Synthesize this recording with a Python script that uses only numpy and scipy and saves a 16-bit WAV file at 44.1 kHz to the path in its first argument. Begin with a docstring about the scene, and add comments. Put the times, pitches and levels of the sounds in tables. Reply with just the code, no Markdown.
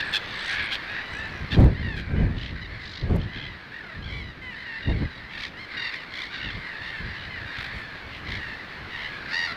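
"""From the outset gulls call over an open marsh, single cries standing out of a far crowd and a hush of air.
Each cry is a pulse train near 1 kHz, chopped into throbs, clear or hoarse, filtered by throat and beak;
mud and reeds return dull echoes. Thin high rattles join in during the first three seconds.
Gusts rumble on the microphone; near 1.6 s and 3.1 s the strongest overload it with thin clicks.
Weaker gusts follow, and the colony calls on to the end."""
import sys
import numpy as np
from scipy import signal
from scipy.fft import rfft, irfft
from scipy.io import wavfile
from scipy.ndimage import uniform_filter1d

SR = 44100
rng = np.random.default_rng(int(sys.argv[2]) if len(sys.argv) > 2 else 0)


def int16_out(signal):
    """Quantize to a 16-bit WAV file."""
    q = np.round(np.clip(np.atleast_2d(signal).T, -1, 1) * 32767)
    wavfile.write(sys.argv[1], SR, q.astype(np.int16))


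N = 421596

# Single cries. Each row: start in seconds, length in seconds, kind of voice, pitch at start, middle and
# end in Hz, throbs per second, throb depth from 0 to 1, throat level in dB, beak and treble levels in dB
# over the throat, beak resonance in Hz.
GULL_CRIES = [(0.0, 0.017, "hoarse", 862, 833, 868, 76, 0.4, -36, 6, -19, 3200),
              (0.124, 0.061, "rough", 866, 849, 816, 104, 0.46, -32, 5.5, -16, 3250),
              (0.202, 0.51, "hoarse", 886, 910, 868, 60, 0.6, -48, 7.5, -27, 3440),
              (0.42, 0.24, "harsh", 806, 854, 795, 88, 0.6, -37, -6, -31, 3000),
              (0.494, 0.27, "rough", 1002, 1111, 1033, 110, 1, -37, -20, -44, 2400),
              (0.707, 0.061, "hoarse", 812, 815, 780, 110, 0.26, -35.5, 6, -20, 3100),
              (0.848, 0.38, "reedy", 910, 967, 973, 65, 0.18, -44, -2, -41, 3230),
              (0.84, 0.23, "hoarse", 800, 830, 789, 42, 0.1, -38.5, -11, -44.5, 3550),
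              (1.125, 0.15, "clear", 734, 875, 864, 53, 0.7, -37.5, -27, -43, 3640),
              (1.189, 0.089, "reedy", 894, 956, 993, 54, 0.6, -49, 2, -34, 3500),
              (1.259, 0.18, "clear", 875, 842, 786, 55, 0.4, -45.5, -28, -38, 3620),
              (1.504, 0.062, "rough", 855, 832, 774, 100, 0.35, -35.5, 2, -25.5, 3340),
              (1.745, .09, "clear", 854, 1038, 985, 50, 0.5, -44.5, -10, -40, 4100),
              (1.823, 0.14, "clear", 968, 903, 827, 53, 0.55, -38, -11, -37, 3460),
              (1.95, 0.0744, "rough", 838, 792, 765, 91, 0.5, -41, -3.5, -23.5, 3320),
              (2, 0.34, "rough", 808, 782, 836, 69, 0.57, -46, -34, -34, 3580),
              (2.159, 0.064, "split", 952, 1013, 956, 37, .1, -46, -10, -37, 2750),
              (2.345, 0.19, "harsh", 907, 925, 887.7, 64, 0.72, -53.5, 11.5, -37, 2900),
              (2.607, 0.062, "reedy", 967, 958, 950, 26, 0.47, -44.5, -2, -48, 3720),
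              (2.791, 0.28, "harsh", 902, 939, 897, 51, 0.77, -57, 12.5, -51.5, 3910),
              (3.177, 0.084, "hoarse", 996, 1013, 1025, 61, 1, -60, 12.5, -37.5, 3030),
              (3.254, 0.31, "reedy", 948, 1029, 897, 58, 0.5, -45.5, -8, -50, 3570),
              (3.316, 0.18, "raspy", 793, 803, 816, 76, 1, -50, 8.5, -45, 3030),
              (3.711, 0.11, "clear", 801, 933, 834, 44, 0.8, -41.5, -10, -35, 2720),
              (3.827, 0.16, "clear", 745, 648, 539, 35, 0.9, -43.5, -14, -34, 3600),
              (4.02, 0.057, "reedy", 955, 1075, 1110, 59, 0.8, -57, 12, -35, 3300),
              (4.062, 0.099, "reedy", 1073, 1030, 978, 85, .9, -46.5, 1.5, -40, 3150),
              (4.086, 0.15, "clear", 972, 1156, 990, 64, 0.4, -42.5, -16, -30, 4760),
              (4.088, 0.25, "reedy", 966, 997, 911, 67, 0.6, -47, -4.5, -33, 3700),
              (4.414, 0.14, "split", 1027, 1003, 855, 80, 0.25, -40, -9, -33, 2910),
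              (4.554, 0.095, "reedy", 968, 1027, 1001, 47, 0.54, -44.5, -9, -30, 3900),
              (4.654, 0.14, "clear", 968, 903, 904, 51, 0.2, -38.5, -19, -39, 3900),
              (4.82, 0.11, "trill", 933, 920, 937, 44, 0.67, -42.5, -2.5, -51, 3600),
              (4.891, 0.063, "clear", 905, 830, 740, 47, .5, -47, -20, -40, 3000),
              (4.929, 0.042, "clear", 1140, 1084, 1040, 37, 0.7, -47, -20, -35, 3850),
              (4.982, 0.11, "clear", 981, 987, 942, 49, 0.9, -50, -5, -32, 3870),
              (5.069, 0.068, "reedy", 894, 818, 760, 35, 0.4, -59, -18, -40, 3000),
              (5.098, 0.11, "clear", 1020, 962, 937, 42, 0.8, -56, 4, -34, 3820),
              (5.101, 0.09, "clear", 1000, 1070, 1050, 44, 0.7, -65, -6, -15, 5170),
              (5.278, 0.14, "rough", 1050, 1130, 1120, 74.4, 0.54, -49, -1, -28, 2830),
              (5.298, 0.19, "rough", 892, 905, 867, 42, 0.5, -42.5, -7, -31, 3850),
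              (5.371, .13, "harsh", 1115, 1170, 1116, 68, 0.7, -41, 3, -27, 3330),
              (5.532, 0.075, "clear", 888, 960, 985, 26, 0.1, -48, -16, -35, 3000),
              (5.565, 0.097, "reedy", 903, 1072, 970, 52, 0.3, -43.5, -7, -29, 4170),
              (5.765, 0.14, "trill", 953, 919, 895, 41, 0.64, -37.5, -0.5, -34, 4030),
              (5.915, 0.069, "rough", 1140, 1130, 1060, 55, 0.76, -41, -8, -28, 4440),
              (5.915, 0.14, "raspy", 1130, 1020, 828, 62, 0.6, -43.5, -9.5, -31, 4050),
              (6.101, 0.2, "hoarse", 996, 1063, 1012, 62, 0.7, -40, 2, -27.5, 3180),
              (6.3, 0.11, "hoarse", 945, 935, 936, 56, 0.4, -43, 1, -46, 3650),
              (6.393, 0.13, "raspy", 946, 893, 792, 66, 0.93, -39, 2.5, -45, 2700),
              (6.422, 0.15, "raspy", 896, 860, 828, 51, 0.9, -53, 5.5, -40, 3400),
              (6.56, 0.081, "reedy", 928, 1055, 977, 70, 0.2, -47, -22.5, -30, 3760),
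              (6.642, 0.13, "clear", 982, 938, 834, 110, 0.34, -41.5, -19, -32, 2780),
              (6.801, 0.12, "raspy", 870, 923, 928, 72, 0.5, -40.5, -0.5, -30, 2890),
              (6.881, 0.16, "reedy", 1010, 1067, 983, 60, 0.34, -44, -6, -30, 2980),
              (6.921, 0.09, "clear", 933, 897, 860, 55, 0.6, -41.5, -17, -32, 3600),
              (7.049, 0.13, "clear", 963, 923, 880, 38, 0.5, -44.5, -10, -35, 4380),
              (7.148, 0.13, "reedy", 943, 948, 948, 71, 1, -49.5, 5, -41, 3250),
              (7.303, 0.09, "split", 1010, 990, 900, 63, .1, -42.5, -22, -38, 2930),
              (7.455, 0.11, "clear", 940, 935, 922, 59, 0.29, -43.5, -7, -29, 3700),
              (7.541, 0.16, "harsh", 797.6, 801, 800, 53, 0.72, -41, -3, -24, 3420),
              (7.714, 0.14, "hoarse", 1050, 1082, 1060, 54, 0.1, -50, -17, -19, 2220),
              (8.106, 0.11, "harsh", 987, 1002, 1006, 57, 0.5, -57.5, 13, -18, 2600),
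              (8.247, 0.16, "hoarse", 1001, 1037, 1000, 60, 0.66, -37.5, -4.5, -31.5, 3520),
              (8.375, 0.19, "reedy", 959, 915, 872, 58, .5, -39.5, -12, -32, 3870),
              (8.886, 0.24, "rough", 870, 988, 935, 72, 0.58, -38, -8, -33, 3520),
              (9.113, 0.081, "rough", 1096, 1120, 1110, 40, 0.4, -46, -13, -27, 4100),
              (9.189, 0.084, "reedy", 1110, 1100, 1070, 45, 0.3, -62, 3, -30, 4400),
              (9.28, 0.057, "reedy", 658, 688, 730, 103, 0.5, -40, -8, -29, 4470),
              (9.305, 0.18, "burry", 850, 946, 860, 85, 0.6, -29.5, -5, -33, 4270),
              (9.468, 0.066, "reedy", 735, 682, 655, 83, 0.4, -35.5, -5, -29, 4030)]
# Kinds of voice. Each entry: hoarseness from 0 to 1, half-pitch modulation from 0 to 1, level of the
# resonance at the third partial in dB over the throat.
VOICE_KINDS = {"trill": (.1, 0, -5), "split": (.06, .5, -8), "clear": (.1, 0, -13), "reedy": (.18, 0, -14),
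               "burry": (.27, 0, -18), "raspy": (.3, 0, -12), "rough": (.45, 0, -9), "hoarse": (.6, 0, -9),
               "harsh": (.7, 0, -7)}
# Loudness of the far crowd. Each row: time in seconds, throat level in dB.
CROWD_LEVEL = [(0.0, -30.5), (.2, -40.5), (.55, -30.5), (.98, -43), (1.62, -41), (2.26, -46.5), (2.77, -41),
               (3.15, -47.5), (3.5, -45), (4.1, -47), (4.25, -54.5), (4.7, -40), (5.35, -45), (5.52, -55.5),
               (5.72, -37.5), (5.86, -33), (6.07, -44.5), (6.25, -38), (7.19, -40.5), (7.64, -37.5),
               (8.15, -44), (8.49, -41.5), (8.84, -44), (9.56, -38)]
# Spectrum of the open air's hush. Each row: frequency in Hz, relative spectral density in dB.
HUSH_SPECTRUM = [(30, 2), (100, 4.5), (200, 0.5), (400, -0.5), (800, -1), (1500, 2.5), (3000, -4),
                 (5000, -17), (7500, -34), (11000, -37.5), (15700, -37)]
# Loudness of the hush. 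Each row: time in seconds, level in dB.
HUSH_LEVEL = [(0, -38.5), (1.4, -41), (1.8, -47.5), (3.6, -46.5), (4.5, -48), (5.5, -45.5), (6.5, -44),
              (8.2, -42.5), (9.56, -41)]
# Gusts. Each row: arrival in seconds, hold in seconds, rumble level in dB, flutter level in dB over the
# rumble, decay of the rumble in dB per second.
GUSTS = [(0.585, .015, -44, -10, 130), (0.03, .02, -50.5, -11, 40), (1.125, 0.14, -44, -15, 100),
         (1.304, 0.12, -44, -6, 99.5), (1.436, 0.018, -32, -18, 500), (1.582, 0.074, -12, -7, 163),
         (1.807, 0.18, -31, -28, 147), (2.119, 0.18, -22, -17, 252), (2.343, 0.014, -32, -32, 26),
         (2.735, 0.019, -47, -24.5, 200), (3.033, 0.012, -28, -23, 300), (3.112, 0.045, -20, -7, 134),
         (3.354, 0.1, -41.5, -7, 82), (3.97, 0.21, -36, -33, 49), (4.893, 0.032, -22, -9, 185),
         (5.026, 0.018, -24.5, -9, 296), (5.182, 0.054, -43, -10, 150), (5.366, .015, -45.5, -18.5, 140),
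         (6.452, .03, -34, -29.5, 200), (6.556, 0.026, -35.5, -24, 350), (6.798, .015, -46, -20, 60),
         (7.009, 0.023, -34, -25, 85), (7.204, 0.26, -44, -27, 400), (7.59, .015, -42, -22, 100),
         (7.75, 0.0083, -38, -20.5, 250), (8.007, 0.17, -47, -26, 100), (8.27, 0.12, -38, -5.5, 150),
         (8.81, .015, -43.5, -6, 53), (9.45, .015, -55, -6, 50)]
# Reflections from mud and reeds. Each row: delay in seconds, gain in dB.
MARSH_ECHOES = [(0.009, -14.5), (0.028, -17.5), (0.048, -23.5), (0.085, -18)]
# Thin rattles. Each row: start in seconds, length in seconds, centre frequency in Hz, width in Hz,
# level in dB, throbs per second.
HIGH_RATTLES = [(0.046, 0.081, 8100, 900, -54, 51), (0.19, 0.25, 6250, 400, -60, 63),
                (.275, .035, 8100, 500, -64, 54), (0.334, 0.18, 8000, 600, -56, 60),
                (.37, .06, 10000, 1800, -69, 63), (0.455, 0.11, 8620, 2190, -52.5, 56),
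                (0.425, 0.14, 5870, 1500, -46, 63), (0.62, 0.053, 8600, 1800, -53, 62),
                (0.895, 0.036, 8840, 1960, -66, 62), (1.02, 0.078, 10900, 1200, -75, 60),
                (1.055, 0.29, 7000, 2500, -64, 47), (1.111, 0.11, 5810, 450, -53, 60),
                (1.112, 0.1, 8100, 900, -59, 60), (1.302, 0.15, 5640, 890, -57, 60),
                (2.367, 0.091, 6000, 2530, -67, 64), (2.79, 0.19, 6330, 2200, -62, 83)]
# Clicks of the overloaded microphone. Each row: time in seconds, peak before filtering in dB.
OVERLOAD_CLICKS = [(1.591, -38), (1.600, -22), (1.605, -33), (1.609, -30), (1.628, -42), (1.644, -28),
                   (1.650, -27), (3.161, -28), (3.166, -30)]

THROAT_WIDTH_HZ, BEAK_WIDTH_HZ, BEAK_EDGE_HZ = 750, 1050, 5330
TREBLE_HZ, TREBLE_FADE_HZ = 4300, 8700
FUNDAMENTAL_DB, CROWD_BEAK_DB = -15, -10.5   # over the throat
BREEZE_RUMBLE_DB, BREEZE_FLUTTER_DB, LUMPS_DB, LUMPS_PER_S = -59, -52.5, 2.5, 30
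GUST_RISE_DB_PER_S, FLUTTER_DECAY_RATIO = 320, 2.3


def from_db(db):
    """Amplitude grows tenfold for every 20 dB."""
    return 10 ** (np.asarray(db) / 20)


def rms_one(x):
    """Normalisation to unit mean power."""
    return x / np.sqrt(np.mean(x ** 2) + 1e-20)


def in_time(rows):
    """Linear interpolation: each column after the time becomes a curve, sample by sample."""
    times, *columns = np.transpose(rows)
    return [np.interp(np.arange(N) / SR, times, column) for column in columns]


def butter(x, hz, kind, order):
    """A Butterworth filter, maximally flat in its passband."""
    return signal.sosfilt(signal.butter(order, hz, kind, fs=SR, output="sos"), x)


def resonance(x, hz, width_hz):
    """Two equal resonators in cascade give a peak with steep skirts; the output has rms 1."""
    radius = np.exp(-np.pi * width_hz / SR)
    section = [1, 0, -1, 1, -2 * radius * np.cos(2 * np.pi * hz / SR), radius * radius]
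    return rms_one(signal.sosfilt([section, section], x))


def wander(size, hz):
    """Random drift: Gaussian values, hz of them a second, joined by straight lines."""
    knots = rng.standard_normal(int(size * hz / SR) + 2)
    return np.interp(np.arange(size) * hz / SR, np.arange(len(knots)), knots)


def syrinx(length, pitches_hz, throbs_per_s, depth, hoarse, half_pitch):
    """A pulse source, made hoarse by jitter, shimmer and breath. Returns the voice and its envelope."""
    size = int(length * SR)
    progress = np.arange(size) / size
    arch_hz = np.polyval(np.polyfit([0, .5, 1], pitches_hz, 2), progress)
    throb_phase = 2 * np.pi * np.cumsum(throbs_per_s * (1 + .015 * wander(size, 25))) / SR
    # the pitch climbs out of the gap of each throb
    dip = (.012 + .2 * min(hoarse, .18)) * depth * np.cos(throb_phase - 2.5 * min(hoarse, .25))
    jitter = (.008 + .04 * hoarse + .16 * hoarse ** 2) * wander(size, 350)
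    phase = 2 * np.pi * np.cumsum(arch_hz * (1 - dip + jitter)) / SR
    pulses = np.exp(45 * (np.cos(phase) - 1))
    pulses *= 1 + half_pitch * np.cos(phase / 2)   # strong and weak pulses alternate
    pulses *= 1 + hoarse * wander(size, 900)   # shimmer
    breath = rng.standard_normal(size) * (1 + np.cos(phase))
    voice = rms_one(pulses - pulses.mean()) + 1.7 * hoarse ** 2 * rms_one(breath)
    gate = 1 - np.clip(depth, 0, 1) * np.clip(.55 + np.cos(throb_phase), 0, 1)   # pinched once a throb
    # clear cries start and stop abruptly, hoarse ones swell
    swell = np.clip(np.minimum(progress, 1 - progress) / (.04 + .7 * hoarse), 0, 1)
    return voice, rms_one(gate * np.sin(np.pi / 2 * swell))


def cries():
    """Source and filter: throat and beak resonances colour the pulses, the throat near partial two."""
    out = np.zeros(N + SR)
    for start, length, kind, *pitches, throbs, depth, throat_db, beak_db, treble_db, beak_hz in GULL_CRIES:
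        hoarse, half_pitch, third_db = VOICE_KINDS[kind]
        voice, envelope = syrinx(length, pitches, throbs, depth, hoarse, half_pitch)
        middle_hz = pitches[1]
        airy = voice + .6 * rng.standard_normal(len(voice))   # breath veils the highest partials
        treble = butter(butter(airy, TREBLE_HZ, "high", order=4), TREBLE_FADE_HZ, "low", order=1)
        throat = resonance(voice, np.clip(2 * middle_hz, 1700, 2250), THROAT_WIDTH_HZ)
        # hoarse cries open the beak wider
        beak = from_db(beak_db) * resonance(voice, beak_hz, BEAK_WIDTH_HZ * (1 + .9 * hoarse))
        third = from_db(third_db) * resonance(voice, 3 * middle_hz, width_hz=740)
        fundamental = from_db(FUNDAMENTAL_DB) * resonance(voice, middle_hz, width_hz=200)
        cry = butter(throat + beak - third + fundamental, BEAK_EDGE_HZ, "low", order=4)
        cry += from_db(treble_db) * rms_one(treble)
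        at = int(start * SR)
        out[at:at + len(cry)] += from_db(throat_db) * envelope * cry
    return out[:N]


def crowd(count):
    """Superposition: far cries at random moments, pitches and distances merge into a babble."""
    babble = np.zeros(N + 2 * SR)
    for k, (when, long, high, bend, fast, depth, rough, far) in enumerate(rng.random((count, 8))):
        pitches_hz = (740 + 400 * high) * np.array([.88 + .2 * bend, 1.03, .9])
        voice, envelope = syrinx(.06 + .16 * long, pitches_hz, throbs_per_s=45 + 45 * fast,
                                 depth=depth, hoarse=.17 + .45 * rough, half_pitch=0)
        at = int((k + 3 * when) / count * (N + SR // 2))   # spread evenly, so no long silence falls
        babble[at:at + len(voice)] += from_db(-8 * far) * envelope * voice
    babble = babble[SR // 2:N + SR // 2]
    babble /= (uniform_filter1d(babble ** 2, SR // 8) + 1e-9) ** .4   # partly levelled; lulls remain
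    babble = butter(babble, 1300, "high", order=2)   # the weak first partials are lost over the distance
    throat = resonance(babble, hz=1720, width_hz=800)
    beak = butter(resonance(babble, hz=3790, width_hz=1900), BEAK_EDGE_HZ, "low", order=4)
    throat_db, = in_time(CROWD_LEVEL)
    return from_db(throat_db) * (throat + from_db(CROWD_BEAK_DB) * beak)


def air():
    """Spectral shaping turns white noise into the smooth hush of open air."""
    hz, db = np.transpose(HUSH_SPECTRUM)
    bins_hz = np.maximum(np.arange(N // 2 + 1) * SR / N, 1)
    shape = from_db(np.interp(np.log(bins_hz), np.log(hz), db))
    hush = irfft(rfft(rng.standard_normal(N)) * shape, N)
    level_db, = in_time(HUSH_LEVEL)
    return from_db(level_db) * rms_one(hush)


def gust_gains():
    """Powers add: a steady breeze plus gusts that rise, hold and decay give rumble and flutter gains."""
    t = np.arange(0, N / SR + .01, .002)
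    rumble_power, flutter_power = from_db(2 * BREEZE_RUMBLE_DB), from_db(2 * BREEZE_FLUTTER_DB)
    for arrival, hold, rumble_db, flutter_db, decay in GUSTS:
        onset_db = rumble_db - GUST_RISE_DB_PER_S * np.maximum(arrival - t, 0)
        fall_db = decay * np.maximum(t - arrival - hold, 0)
        rumble_power += from_db(2 * (onset_db - fall_db))
        flutter_power += from_db(2 * (onset_db + flutter_db - FLUTTER_DECAY_RATIO * fall_db))
    return in_time(np.transpose([t, np.sqrt(rumble_power), np.sqrt(flutter_power)]))


def wind():
    """Turbulence at the microphone is lumpy low noise; eddies add a faster flutter above it."""
    rumble_gain, flutter_gain = gust_gains()
    white = rng.standard_normal((2, N))
    rumble = butter(butter(white[0], 107, "low", order=2), 40.4, "high", order=2)
    flutter = butter(butter(white[1], 252, "low", order=2), 112, "high", order=2)
    lumps = from_db(LUMPS_DB * wander(N, LUMPS_PER_S))
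    return lumps * (rumble_gain * rms_one(rumble) + flutter_gain * rms_one(flutter))


def marsh(direct):
    """Reflection: mud and reeds add a few delayed, dull copies to the direct sound."""
    dull = butter(direct, 3800, "low", order=1)
    return direct + sum(from_db(db) * np.pad(dull, (int(delay * SR), 0))[:N] for delay, db in MARSH_ECHOES)


def rattles():
    """Amplitude modulation chops the noise of a high resonance into bursts, one each throb."""
    out = np.zeros(N)
    for start, length, hz, width_hz, db, throbs_per_s in HIGH_RATTLES:
        t = np.arange(int(length * SR)) / SR
        bursts = np.sin(np.pi * throbs_per_s * t) ** 4 * np.sin(np.pi * t / length) ** .5
        hiss = resonance(rng.standard_normal(len(t)), hz, width_hz)
        at = int(start * SR)
        out[at:at + len(t)] += from_db(db) * bursts * hiss
    return out


def overload_clicks():
    """Overload of the microphone in the strongest gusts gives thin clicks: high-passed impulses."""
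    impulses = np.zeros(N)
    for start, db in OVERLOAD_CLICKS:
        impulses[int(start * SR)] = from_db(db)
    return butter(impulses + 1e-18, 2500, "high", order=1)


def scene():
    """Sound pressures add in one channel: birds with their echoes, air, and wind at the microphone."""
    birds = cries() + rattles() + crowd(count=330)
    return (marsh(birds) + air() + wind() + overload_clicks())[None]


def record(dry, ceiling=.6, cutoff_hz=16250):
    """Soft saturation rounds the peaks, and a steep low-pass filter cuts the top."""
    rounded = ceiling * np.tanh(dry / ceiling)
    return signal.sosfilt(signal.cheby2(14, 70, cutoff_hz, fs=SR, output="sos"), rounded)


dry = scene()
out = record(dry)
int16_out(out)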